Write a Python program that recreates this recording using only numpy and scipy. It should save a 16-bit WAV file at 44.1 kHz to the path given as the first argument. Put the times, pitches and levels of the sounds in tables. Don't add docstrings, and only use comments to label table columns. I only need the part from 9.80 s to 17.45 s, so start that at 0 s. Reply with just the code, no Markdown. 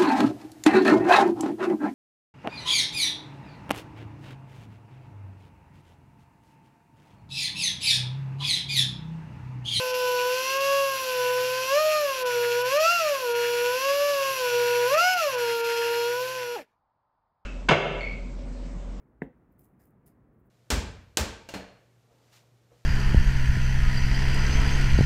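import sys
import numpy as np
from scipy import signal
from scipy.fft import rfft, irfft
from scipy.io import wavfile
from scipy.ndimage import uniform_filter1d

SR = 44100
rng = np.random.default_rng(int(sys.argv[2]) if len(sys.argv) > 2 else 0)


def level_to_linear(level):
    exponent = np.asarray(level, float) / 20
    return 10 ** exponent


def transcribe(signal):
    frames = np.atleast_2d(signal).T
    limited = np.clip(frames, -1, 1)
    pcm = np.round(limited * 32767).astype(np.int16)
    wavfile.write(sys.argv[1], SR, pcm)


N = 337365
VANES = 4
RELEASE_S = 6.753


def level(x, db):
    return x * level_to_linear(db) / np.sqrt(np.mean(x ** 2))


def curves(table):
    s, *columns = np.transpose(table)
    return [np.interp(np.arange(N) / SR, s, c) for c in columns]


def shape_db(points, hz):
    f, db = np.transpose(points)
    return np.interp(np.log(np.maximum(hz, 1)), np.log(f), db, left=-80, right=-80)


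def coloured(x, points):
    gain = level_to_linear(shape_db(points, np.fft.rfftfreq(N, 1 / SR)))
    return irfft(rfft(x) * gain, N)


def ring(x, modes):
    return sum(level_to_linear(db) * signal.lfilter(*signal.iirpeak(hz, hz / width, fs=SR), x)
               for hz, width, db in modes)


def walk(rate_hz):
    k = int(SR / rate_hz)
    held = np.repeat(rng.standard_normal(N // k + 1), k)
    return 1.3 * uniform_filter1d(uniform_filter1d(held, k), k)[:N]


def tail(x, t60_s):
    t = np.arange(SR // 2) / SR
    echo = rng.standard_normal(len(t)) * np.exp(-np.log(1000) * t / t60_s)
    return signal.fftconvolve(x, echo / np.sqrt(np.sum(echo ** 2)))[:N]


# t/s, f/Hz
LOADED_SPEED = [(0, 510), (.45, 491), (1.5, 488.5), (2.6, 480.7), (3.5, 473.6), (3.9, 484), (4.8, 482.6),
                (5.1, 485.2), (5.8, 465.4), (6.75, 481)]
# t of top speed/s, gain/Hz, run-up/s, sag/s
LIFTS = [(.932, 64.6, 0.58, 0.59), (1.856, 22.9, .642, 0.1), (2.02, 105.6, 0.17, 0.59),
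         (2.171, 35, 0.52, 0.17), (2.969, 33.2, .265, .093), (3.137, 218.6, 0.29, 0.26),
         (3.352, 58.3, .151, 0.16), (4.038, 21.8, 0.24, 0.16), (4.249, 93.3, 0.36, 0.41),
         (4.538, 30, .163, 0.2), (5.158, 57.4, 0.12, .148), (5.31, 262.5, .24, 0.27),
         (5.53, 18.4, .09, .17), (6.515, 37.2, .3, 0.2)]


def speed():
    coast_s, coast_end_hz = .06, 150
    t = np.arange(N) / SR
    hz, = curves(LOADED_SPEED)
    for top_s, gain_hz, rise_s, sag_s in LIFTS:
        away = (t - top_s) / np.where(t < top_s, rise_s, sag_s)
        hz = hz + gain_hz * np.cos(np.pi / 2 * np.clip(away, -1, 1)) ** 2
    return coast_end_hz + (hz - coast_end_hz) * np.exp(-np.maximum(t - RELEASE_S, 0) / coast_s)


# f/Hz, level/dB
BENCH_PATH = [(190, -36.5), (470, -24.5), (600, -21), (740, -25.5), (1000, -16), (1370, -21), (1500, -29),
              (2200, -20)]
# f/Hz, half width/Hz, depth/dB
NULLS = [(338, 6.7, -9), (528, 15.3, -16), (679, 13.5, -16.5), (920, 15, -15.5), (963.5, 16, -14.5),
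         (1026, 40.7, -15.5), (1147.6, 53, -16), (1267, 25, -12), (1578, 7, -14.5), (1735, 22, -6.5),
         (1876, 10, -13.5), (2042, 78, -20)]


def path_db(hz):
    nulls_db = sum(db / (1 + ((hz - at) / width) ** 2) for at, width, db in NULLS)
    return shape_db(BENCH_PATH, np.clip(hz, 200, 2150)) + nulls_db


def vane_levels_db(hz, tool_db, surge, running):
    third_db, surge_db, coast_db_per_s = -9.5, 2.5, -83
    drive_db = tool_db + surge_db * surge + coast_db_per_s * np.cumsum(~running) / SR
    tones_db = [path_db(k * hz) + drive_db for k in range(1, 4)]
    tones_db[2] = tones_db[2] + third_db
    return tones_db


def tone(phase, multiple):
    lag = .37 * multiple * (multiple - 1)
    return -np.sqrt(2) * np.cos(2 * np.pi * multiple * phase - lag)


# multiple of vane rate, level over quarter multiples/dB
OVERTONES = [(4, 19), (5, 14.5), (6, 15), (6.25, 8), (6.75, 8), (7, 19), (8, 13), (8.25, 8), (9, 16),
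             (10, 11.5), (11, 14.5), (12, 14), (13, 7), (14, 9), (15, 9), (16, 8), (17, 8), (18, 9),
             (19, 8), (20, 8), (20.5, 7), (21, 11), (22, 6), (23, 6), (5.25, 10), (5.5, 8)]


def turn_shape(phase):
    multiple = np.arange(2049) / VANES
    chance = rng.random((len(multiple), 2))
    db = np.resize([-1.0, 2.0, -3.0, 3.0], len(multiple)) + 5 * (chance[:, 0] - .5)
    for k, over_db in OVERTONES:
        db[int(round(k * VANES))] = over_db
    band = (multiple > 3) * (multiple < 30)
    lines = level_to_linear(db) * np.exp(2j * np.pi * chance[:, 1]) * band
    return np.interp(phase / VANES % 1, np.arange(4096) / 4096, irfft(lines), period=1)


# multiple of vane rate, level/dB
UNEVEN = [(.5, -67), (.75, -59), (1.25, -57), (1.5, -60), (1.75, -57), (2.25, -60), (2.5, -62), (2.75, -56)]
# f/Hz, level/dB
BENCH = [(150, 1), (480, -1), (530, -6.5), (610, 3.5), (680, -15.5), (760, -10), (880, 2), (960, 2.5),
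         (1150, -14), (1350, -3.5), (2200, -12)]
# f/Hz, level/dB
BODY = [(1500, -20), (2000, -17), (2300, -7.5), (2730, 2), (3200, -5), (3700, -18), (4250, -6), (4500, -10),
        (5000, -3), (5300, -7), (5800, -2), (6500, -12), (7300, -11), (8800, -25)]
# f/Hz, level/dB per Hz
JET = [(8000, -38), (10200, -13.5), (11100, 2.5), (11800, -1), (13000, -3), (14500, -11.5), (16000, -10.5)]


def rotor(phase, tones_db, upper_db, flow_db, shake_db):
    vanes = sum(level_to_linear(db + .8 * walk(60)) * tone(phase, k + 1) for k, db in enumerate(tones_db))
    uneven = sum(level_to_linear(db + 3 * walk(6)) * tone(phase, k) for k, db in UNEVEN)
    shape = turn_shape(phase) * level_to_linear(0.64 * walk(90))
    upper = level_to_linear(upper_db) * level(coloured(shape, BODY), -1.2)
    upper = upper + level_to_linear(flow_db) * level(coloured(shape, JET), -7)
    upper = upper + level_to_linear(-9) * tail(upper, .06)
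    shake = level_to_linear(shake_db - 1.0) * tone(phase, 1 / VANES)
    return vanes + shake + upper + coloured(uneven, BENCH)


# f/Hz, level/dB per Hz
EXHAUST = [(25, -30.5), (85, -10.5), (200, -20), (450, -7), (1000, -13), (1500, -3), (2100, -15.5),
           (3300, -5.5), (4500, -2.5), (6000, -25.5), (6800, -9.5), (8500, -22.5), (10000, -14.5)]
# f/Hz, width/Hz, level/dB
HOUSING = [(2696, 190, 5.5), (2480, 310, -7.5), (4600, 450, -21), (5750, 280, -14)]


def exhaust(phase, flow_db, octaves):
    knock_db, knock_body_db, knock_flutter_db, rattle_db_per_oct = -2.5, -7, 5, 6.5
    puff = 1 + 0.48 * np.sin(2 * np.pi * phase) + .15 * np.sin(2 * np.pi * phase / VANES)
    noise = [puff * level_to_linear(flutter_db * walk(45)) * rng.standard_normal(N)
             for flutter_db in (1.1, 1.1, 4, .8)]
    hiss = level(coloured(noise[0], EXHAUST), -0.071) + level(coloured(noise[1], BODY), -2.0)
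    knock = np.diff(np.floor(phase / VANES), prepend=0) * level_to_linear(knock_flutter_db * walk(70))
    rattle = level(ring(noise[2], HOUSING), -2.5) + level(ring(knock, HOUSING), knock_db)
    casing = level(tail(coloured(knock, BODY), 0.029), knock_body_db)
    whistle = level(coloured(noise[3], JET), -3.5)
    return level_to_linear(flow_db) * (hiss + casing + level_to_linear(rattle_db_per_oct * octaves) * rattle + whistle)


# t/s, length/s, bite level/dB, once-a-turn shake level/dB
PASSES = [(.12, .25, -52.5, -63), (.83, .32, -53, -59.5), (1.4, 0.39, -44, -56), (2.53, .36, -41.5, -55),
          (3.1, .17, -45.5, -63), (3.56, .37, -42, -59.5), (4.38, 0.19, -50.5, -60), (4.74, .4, -39.5, -54),
          (5.53, .17, -39, -58), (5.87, 0.27, -38.5, -62), (6.22, 0.41, -46, -58)]


def passes(column, rest_db):
    edge_s = .09
    t = np.arange(N) / SR
    db = rest_db
    for row in PASSES:
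        inside_s = np.minimum(t - row[0], row[0] + row[1] - t)
        db = db + (row[column] - rest_db) * np.clip(inside_s / edge_s + 1, 0, 1)
    return db


# f/Hz, width/Hz, level/dB
LUG = [(1763, 410, 6.5), (2235, 270, 5.5), (1250, 330, -22.5)]


def burr(phase, bite_db):
    chips = rng.standard_normal(N) * level_to_linear(2.2 * rng.exponential(size=N))
    knock = np.sin(np.pi * phase / VANES) ** 40 * np.sin(2 * np.pi * 3.5 * phase)
    knock = knock * level_to_linear(3 * walk(120))
    bursts = level_to_linear(bite_db + 2.2 * walk(45))
    return bursts * level(ring(level(chips, 0) + level(knock, -13.5), LUG), 0)


# f/Hz, level/dB per Hz
ROOM = [(12, -41), (20, -11), (43, -1.5), (70, -6.5), (98, -2.5), (412, -16), (926, 0), (1310, -9.5),
        (1540, -16.5), (2740, -33), (5000, -34), (6500, -69.5), (11000, -120)]


def room():
    return level(coloured(rng.standard_normal(N), ROOM), -74) * level_to_linear(1.5 * walk(2.2))


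# t/s, level/dB
TOOL_LEVEL = [(0, -.3), (.45, 0.5), (1.5, 0.33), (2.7, 0.47), (3.6, -0.5), (4.9, 1.43), (5.7, -0.6), (6.2, -1),
              (6.5, -4), (6.75, -7), (6.8, -13)]
# t/s, level/dB
FADE = [
    (6.79, 0),
    (6.82, -4.5),
    (6.86, -32),
    (6.92, -34),
    (7.0, -46),
    (7.1, -80),
]


def scene():
    hz, tool_db = speed(), curves(TOOL_LEVEL)[0]
    running = np.arange(N) / SR < RELEASE_S
    surge = np.tanh(np.gradient(hz) * SR / 750) * running
    octaves = np.log2(hz / 480)
    tones_db = vane_levels_db(hz, tool_db, surge, running)
    flow_db = -42.5 + 2.3 * octaves + .8 * surge + 1.19 * tool_db + 0.44 * walk(5.4)
    upper_db = -38 + 12.5 * octaves + 2.5 * surge + tool_db + 1.1 * walk(8)
    jitter = 1 + 0.001003 * walk(30)
    phase = np.cumsum(uniform_filter1d(hz, size=400) * jitter) / SR
    tool = rotor(phase, tones_db, upper_db, flow_db, passes(column=3, rest_db=-67.5))
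    tool = tool + exhaust(phase, flow_db, octaves)
    tool = tool + burr(phase, passes(column=2, rest_db=-50))
    echo = level_to_linear(-12) * tail(tool, .35)
    return ((tool + echo) * level_to_linear(curves(FADE)[0]) + room())[None]


# t/s, share of weak bands lost
GAPS = [(.129, .8), (.79, .8), (2.444, 1.25), (2.838, .85), (2.987, .85), (3.541, .85), (5.163, .85),
        (5.357, .85), (5.568, .8), (5.826, .85)]


def weak_band_gaps(dry):
    t = np.arange(N) / SR
    hole = sum(share * np.clip(1.9 - abs(t - s) / .01, 0, 1) for s, share in GAPS)
    weak = coloured(dry[0], [(1800, -30), (2100, -7), (2700, -12), (3600, -5), (6300, -4), (7500, -2),
                             (10300, -2), (11000, -5), (12800, -4), (13600, -2), (17000, -2)])
    return dry - hole * weak


def top_cut(x):
    return signal.sosfilt(signal.butter(12, 16770, fs=SR, output="sos"), x)


def record(dry):
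    top = signal.ellip(12, .1, 70, 15720, fs=SR, output="sos")
    mix = signal.sosfilt(top, weak_band_gaps(dry))
    return top_cut(mix)


dry = scene()
out = record(dry)
transcribe(out)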